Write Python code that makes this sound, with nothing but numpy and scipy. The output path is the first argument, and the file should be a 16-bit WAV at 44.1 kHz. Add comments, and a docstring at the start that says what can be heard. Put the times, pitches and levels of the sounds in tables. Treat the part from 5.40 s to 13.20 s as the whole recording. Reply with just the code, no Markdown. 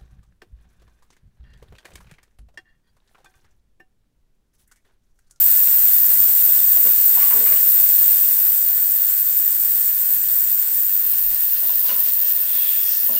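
"""A piercing hiss and squeal pulses over a case buzz: an ultrasonic cleaner running close by in a workshop.
Filtered noise swells on each mains half cycle for the cavitation; sine lines make the buzz and hum.
A steel basket knocks as it is picked up and lowered in: ringing modes, then the hiss drops and throbs.
Later the lid is set on and slid into place: knocks, rubbing noise, a chattering buzz and low shudders."""
import sys
import numpy as np
from scipy import signal
from scipy.fft import rfft, irfft
from scipy.io import wavfile
from scipy.ndimage import uniform_filter1d, minimum_filter1d

SR = 44100
rng = np.random.default_rng(int(sys.argv[2]) if len(sys.argv) > 2 else 0)


def log_audio(samples):
    """Write samples as a 16-bit WAV file to the path given in sys.argv[1]."""
    # one column per channel
    frames = np.atleast_2d(samples).T
    # limit to full scale, then quantise
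    limited = np.clip(frames, -1, 1)
    pcm = np.round(limited * 32767).astype(np.int16)
    wavfile.write(sys.argv[1], SR, pcm)


N = 343902

# how far the lid covers the tank: [time_s, cover_share]
LID_COVER = [(5.3, 0), (5.7, 0.45), (6.5, 0.61)]
# levels of the machine's voices: [empty_tank_db, change_under_load_db, change_under_full_lid_db]
SQUEAL_LEVELS = (-12, -4, -0.5)
FIZZ_LEVELS = (-28.5, -3, -5)
WASH_LEVELS = (-39.5, -4.5, 3.5)
BUZZ_LEVELS = (1.5, -1.5, 2)
HUM_LEVELS = (-54, -7, -11)
# broad colour of each part of the hiss: [frequency_hz, relative_level_db]
SQUEAL_COLOUR = [(9000, -50), (11500, -31), (12700, -25), (13700, -19), (14400, -12), (14900, -10),
                 (15200, -14), (15700, -18)]
FIZZ_COLOUR = [(4000, -32.5), (6500, -15), (7200, -17.5), (8400, -10.5), (9400, -7), (10400, -10.5),
               (11500, -11), (14000, -47)]
WASH_COLOUR = [(30, 6), (70, 2.5), (150, 3), (220, 1.5), (320, 4), (600, 0.5), (1200, 1.5), (1700, 6),
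               (2200, 2.5), (3300, 2.5), (4500, 6), (6200, 5), (8000, -48), (12000, -34)]
# resonances of tank and water: [centre_hz, width_hz, open_relative_db, lidded_relative_db]
SQUEAL_RESONANCES = [(12050, 260, -22, -28), (12930, 115, -19, -28), (13390, 150, -10, -24),
                     (13845, 155, -8, -13), (14005, 80, -6, -16), (14220, 66, -3, -16),
                     (14370, 45, -3, -16), (14615, 100, 0, 1), (14720, 42, -1, -10), (14830, 55, -7, -2),
                     (14975, 35, -5, -14)]
FIZZ_RESONANCES = [(7060, 54, -9, -20), (7390, 63, 0, -7), (7740, 160, -12, -21), (8030, 154, 2, -6),
                   (8715, 140, 0.5, -2), (11100, 127, -20, -2.5)]
WASH_RESONANCES = [(506, 8.3, -31, 1), (608, 3.8, 10, 15.5), (1020, 9.1, 10, 6), (1450, 53, -11, -16),
                   (1820, 17, 4.5, 8), (1990, 40, 5.5, -15), (2690, 32, 11, 20.5), (3073, 62, 4.5, 16.5),
                   (3583, 15, 17.5, 21.5), (4173, 37, 11.5, 21), (4940, 70, -21, 18), (5330, 18, 14, -9),
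                   (6690, 50, 12, -6)]
# lines of the case buzz: [ripple_multiple, relative_level_db]
CASE_LINES = [(5, -65), (7, -65), (15, -55), (16, -63), (17, -69), (18, -54), (19, -69), (20, -63),
              (22, -66), (23, -63), (25, -63), (28, -65), (29, -67), (31, -60), (32, -64), (35, -68),
              (36, -66), (37, -68), (38, -67), (39, -68), (41, -68), (42, -66), (43, -61), (44, -63),
              (45, -65), (46, -60), (48, -64), (49, -64), (51, -61), (53, -64), (56, -66), (59, -64),
              (60, -69), (65, -67), (66, -65)]
# ringing modes of the steel: [pitch_hz, t60_s, relative_level_db]
BASKET_MODES = [(228, 0.19, -3), (440, 0.067, -2), (537, 0.15, -5), (777, 0.2, -10), (1007, 0.084, -2.5),
                (1144, 0.24, -7.5), (1254, 0.14, -10.5), (1490, 0.083, -3), (1670, 0.088, -3),
                (2050, 0.05, 2.5), (2270, 0.11, -5), (2376, 0.11, -3.5), (2900, 0.073, 4.5)]
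LID_MODES = [(231, 0.33, -2.5), (360, 0.053, -0.5), (502, 0.18, -7), (597, 0.04, 7), (1008, 0.16, 4.5),
             (1054, 0.063, 5), (1462, 0.11, -0.5), (2880, 0.12, 10.5), (2850, .1, -1), (3500, .08, 2),
             (4170, .08, -3), (4670, .08, -15), (5950, .06, 2)]
# knocks: [start_s, level_db, contact_pitch_hz, rattle_decay_s]
BASKET_BLOWS = [(1.359, -45.5, 584, 0.0093), (1.446, -40.5, 457, 0.025), (1.768, -38.5, 806, 0.015),
                (1.785, -41, 2015, 0.06), (1.812, -38, 1210, 0.021), (1.85, -43.5, 1140, 0.04),
                (1.905, -36, 980, 0.027), (1.935, -40, 368, 0.056), (1.975, -44, 1400, 0.019),
                (2.009, -40, 503, 0.02), (2.055, -38.5, 1464, 0.041), (2.112, -42.5, 536, 0.012),
                (2.122, -41.5, 1960, 0.011), (2.156, -44, 2900, 0.011)]
LID_BLOWS = [(6.225, -47, 616, 0.028), (6.294, -45, 1050, 0.016), (6.445, -46.5, 600, 0.044),
             (6.49, -35.5, 1370, 0.016), (6.494, -55, 2700, 0.029), (6.512, -43, 380, 0.051),
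             (6.55, -46.5, 1290, 0.048), (7.179, -50.5, 600, 0.06), (7.683, -41, 600, 0.057),
             (7.69, -44.5, 240, 0.05), (7.765, -39.5, 3100, 0.027)]
# strokes of the sliding lid: [middle_s, half_length_s, rub_level_db, centre_hz, width_hz, rim_ring_share]
LID_STROKES = [(6.33, 0.13, -46, 3950, 900, 0), (6.498, 0.077, -36, 4700, 3500, 0),
               (6.68, 0.055, -37.5, 4270, 2500, 0), (6.88, .055, -38, 5400, 3300, 0.05),
               (7.253, 0.23, -39.5, 3430, 1400, 0.58), (7.39, 0.25, -34.5, 8600, 2600, .2),
               (7.534, 0.14, -35.5, 5600, 1300, 0)]
# resonances of the rubbed rim: [centre_hz, width_hz, relative_level_db]
RIM_RESONANCES = [(2720, 44, -13), (3360, 10, 6), (3530, 27, -4)]
# low shudders: [start_s, level_db]
LOW_SHUDDERS = [(5.82, -44), (6.06, -53), (6.3, -59)]
# lines of the loose lid's chatter: [ripple_multiple, relative_level_db]
LID_LINES = [(5, -1), (6, -2.5), (10, -.5), (27, -4)]
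# stereo balance: [frequency_hz, left_minus_right_db]
STEREO_BALANCE = [(1000, .1), (8000, .15), (11000, .4), (13000, 1.1), (14500, 1.65)]

RIPPLE_HZ = 100.154  # one swell per mains half cycle
TOP_HZ = 15760
# the load damps the tank as it is lowered; a share of the damping comes slowly as it settles
LOAD_S, LOWERING_S, SETTLE_S, SETTLE_SHARE = 2.68, .52, 2.2, .3
# shares of the peak drive at which the squealing bubble clouds start and saturate
FLARE_FROM, FLARE_FULL = .35, .7
SWAY_HZ, SWAY_DB = 7, .6
# a hand on the timer knob damps the hum, then lets go
HAND_OFF_S, LET_GO_S, HAND_DB = 0.29, 0.32, -5
SHUDDER_ATTACK_S, SHUDDER_DECAY_S, RUMBLE_DB = 0.034, 0.17, -71
# the lid chatters once it lies on the rim and fades as it is pushed home
LOOSE_S, LOOSE_ATTACK_S, LOOSE_DB = 6.55, .14, -57
SEATED_S, SEATING_DECAY_S = 6.91, 0.4

T = np.arange(N) / SR
HZ = np.maximum(np.arange(N // 2 + 1) * SR / N, 1)
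RIPPLE_PHASE = 2 * np.pi * RIPPLE_HZ * T


def undb(db):
    """Decibels to gain."""
    return 10 ** (np.asarray(db) / 20)


def unit(x):
    """Scale to rms 1."""
    return x / np.sqrt(np.mean(x ** 2))


def walk(rate_hz):
    """Smooth random wander around zero with rms 1, from low-passed noise."""
    spectrum = rfft(rng.standard_normal(N))
    return unit(irfft(spectrum / (1 + (HZ / rate_hz) ** 4), N))


def ramp(start_s, length_s):
    """0 before the start, rising evenly to 1."""
    return np.clip((T - start_s) / length_s, 0, 1)


def fade(start_s, decay_s):
    """1 until the start, then an exponential decay."""
    return np.exp(-np.maximum(T - start_s, 0) / decay_s)


def resonance(hz, width_hz):
    """Frequency response of one resonance, gain 1 at its centre."""
    return 1 / (1 + 1j * (HZ ** 2 - hz ** 2) / (HZ * width_hz))


def collapses(drive, spread_db):
    """Dense clicks of collapsing bubbles, of uneven size, as strong as the drive."""
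    clicks = rng.standard_normal(N)
    sizes = undb(spread_db * rng.standard_normal(N))
    return drive * clicks * sizes


def covered():
    """Share of the tank under the lid at every sample."""
    return np.interp(T, *np.transpose(LID_COVER))


def loudness(empty_db, loaded_db, lid_db):
    """Gain of one machine voice: the load damps it, then the lid screens it or adds its own ring."""
    lowering = (1 - SETTLE_SHARE) * ramp(LOAD_S, LOWERING_S)
    settling = SETTLE_SHARE * ramp(LOAD_S, SETTLE_S)
    return undb(empty_db + loaded_db * (lowering + settling) + lid_db * covered())


def rumble(hz=25, width_hz=18):
    """Soft shudders over a faint steady rumble: bass noise swells quickly and dies away."""
    bass = unit(irfft(rfft(rng.standard_normal(N)) * resonance(hz, width_hz) ** 2, N))
    level = undb(RUMBLE_DB)
    for start_s, level_db in LOW_SHUDDERS:
        level = level + undb(level_db) * ramp(start_s, SHUDDER_ATTACK_S) * fade(start_s, SHUDDER_DECAY_S)
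    return bass * level


def knocks(blows, steel, clack_db, room_t60, breadth):
    """Each blow rattles briefly and rings the steel; the contact decides which modes speak."""
    t = T[:SR]
    out = np.zeros(N + len(t))
    for start_s, level_db, contact_hz, rattle_s in blows:
        ring = 0
        for hz, t60, db in steel:
            ring = ring + undb(db - 60 * t / t60) * np.sin(2 * np.pi * (hz * t + rng.random()))
        clack = undb(clack_db - 60 * t / room_t60) * rng.standard_normal(len(t))
        sparse_hits = rng.standard_normal(len(t)) * (rng.random(len(t)) < .01)
        chatter = sparse_hits * np.exp(-t / rattle_s)
        chatter[0] = 0.92  # the first contact, then the rattle
        blow = signal.fftconvolve(chatter, ring + clack)[:len(t)]
        blow = signal.lfilter(*signal.iirpeak(contact_hz, 1 / breadth, fs=SR), blow)
        start = int(start_s * SR)
        # the level holds over the first 50 ms
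        out[start:start + len(t)] += undb(level_db) * blow / np.std(blow[:SR // 20])
    return out[:N]


def basket_knocks():
    """Steel basket picked up from the bench: blows on its ringing modes."""
    return knocks(BASKET_BLOWS, BASKET_MODES, clack_db=3, room_t60=.3, breadth=.45)


def lid_knocks():
    """Lid set down and moved on the tank: blows on its ringing modes."""
    return knocks(LID_BLOWS, LID_MODES, clack_db=7.0, room_t60=0.29, breadth=0.7)


def slides():
    """Lid dragged along the rim: uneven friction swells in one resonance and may ring the rim."""
    out = np.zeros(N)
    friction = rfft(collapses(1, 2.1))
    rim_response = sum(undb(db) * resonance(hz, width) for hz, width, db in RIM_RESONANCES)
    rim = unit(irfft(friction * rim_response, N))
    for middle_s, half_length_s, level_db, hz, width_hz, ring in LID_STROKES:
        rub = unit(irfft(friction * resonance(hz, width_hz), N))
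        stroke = np.exp(-2 * ((T - middle_s) / half_length_s) ** 2)
        out += undb(level_db) * (rub + ring * rim) * stroke
    return out


def lid_buzz():
    """Loose lid chattering on the drive: wavering multiples of the ripple, fading as it seats."""
    lines = 0
    for multiple, db in LID_LINES:
        waver = undb(db + 2.5 * walk(12))
        lines = lines + waver * np.sin(multiple * RIPPLE_PHASE + rng.uniform(0, 2 * np.pi))
    loose = ramp(LOOSE_S, LOOSE_ATTACK_S) * fade(SEATED_S, SEATING_DECAY_S)
    return np.sqrt(2) * lines * undb(LOOSE_DB) * loose


def case(waver_db=2.0, muffle_db=-8.5, hum_waver_db=2.4):
    """The pulsing drive buzzes the case on multiples of the ripple; the transformer hums below."""
    wavers = [undb(waver_db * walk(22)) for _ in range(7)]  # shared among the lines in turn
    lines = []
    for i, (multiple, db) in enumerate(CASE_LINES):
        tone = np.sin(multiple * RIPPLE_PHASE + rng.uniform(0, 2 * np.pi))
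        lines.append(undb(db) * wavers[i % len(wavers)] * tone)
    # the strongest line comes off the case wall; the lid muffles the others
    wall = lines[np.argmax(np.transpose(CASE_LINES)[1])]
    buzz = wall + (sum(lines) - wall) * undb(muffle_db * covered())
    hand = undb(HAND_DB * (1 - ramp(HAND_OFF_S, LET_GO_S)))
    hum = np.sin(RIPPLE_PHASE) + undb(-6) * np.sin(2 * RIPPLE_PHASE)
    hum = hum * hand * undb(hum_waver_db * walk(2.8))
    return np.sqrt(2) * (buzz * loudness(*BUZZ_LEVELS) + hum * loudness(*HUM_LEVELS))


def colour(x, shape, peaks):
    """Tank and water shape the noise: a broad spectrum with resonances that change under the lid."""
    hz, db = np.transpose(shape)
    power = undb(np.interp(np.log(HZ), np.log(hz), db)) ** 2
    for centre_hz, width_hz, *open_and_lidded_db in peaks:
        gains = undb(open_and_lidded_db)[:, None]
        power = power + np.abs(gains * resonance(centre_hz, width_hz)) ** 2
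    bare, lidded = irfft(rfft(x) * np.sqrt(power), N)
    cover = covered()
    return (1 - cover) * unit(bare) + cover * unit(lidded)


def throb():
    """Swaying water detunes the tank: the squeal's level wanders once the load goes in."""
    return undb(SWAY_DB * ramp(LOAD_S, LOWERING_S) * walk(SWAY_HZ))


def cavitation(fizz_rest=0.93, wash_rest=0.99):
    """Bubble clouds flare on each half cycle of the mains and never quite die between."""
    swell = np.abs(np.sin(RIPPLE_PHASE / 2))
    flare = np.clip((swell - FLARE_FROM) / (FLARE_FULL - FLARE_FROM), 0, 1)
    squeal = collapses(.62 + .38 * flare, 1.0)
    fizz = collapses(fizz_rest + (1 - fizz_rest) * swell, 4.2)
    wash = collapses(wash_rest + (1 - wash_rest) * swell, 3.1)
    squeal = colour(squeal, SQUEAL_COLOUR, SQUEAL_RESONANCES) * loudness(*SQUEAL_LEVELS) * throb()
    fizz = colour(fizz, FIZZ_COLOUR, FIZZ_RESONANCES) * loudness(*FIZZ_LEVELS)
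    wash = colour(wash, WASH_COLOUR, WASH_RESONANCES) * loudness(*WASH_LEVELS)
    return squeal + fizz * undb(0.77 * walk(24)) + wash * undb(1.16 * walk(22))


def pan(x):
    """Set left against right by frequency: nearly equal at low and middle pitches, left louder up high."""
    left_db = np.interp(HZ, *np.transpose(STEREO_BALANCE))
    return irfft(rfft(x) * undb(np.array([left_db, -left_db]) / 2), N)


def scene():
    """The handling around the running cleaner, and the cleaner itself."""
    handling = rumble() + basket_knocks() + lid_knocks() + slides() + lid_buzz()
    return pan(handling + case() + cavitation())


def record(dry):
    """The recorder cuts the top steeply and briefly holds down peaks that would overload it."""
    low_pass = signal.ellip(12, .1, 85, TOP_HZ, fs=SR, output="sos")
    sound = signal.sosfilt(low_pass, dry)
    safe_gain = np.minimum(1, .98 / (np.abs(sound).max(axis=0) + 1e-9))
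    # hold each dip for 129 samples (about 3 ms), then smooth it
    held_gain = minimum_filter1d(safe_gain, size=129)
    return sound * uniform_filter1d(held_gain, size=129)


dry = scene()
out = record(dry)
log_audio(out)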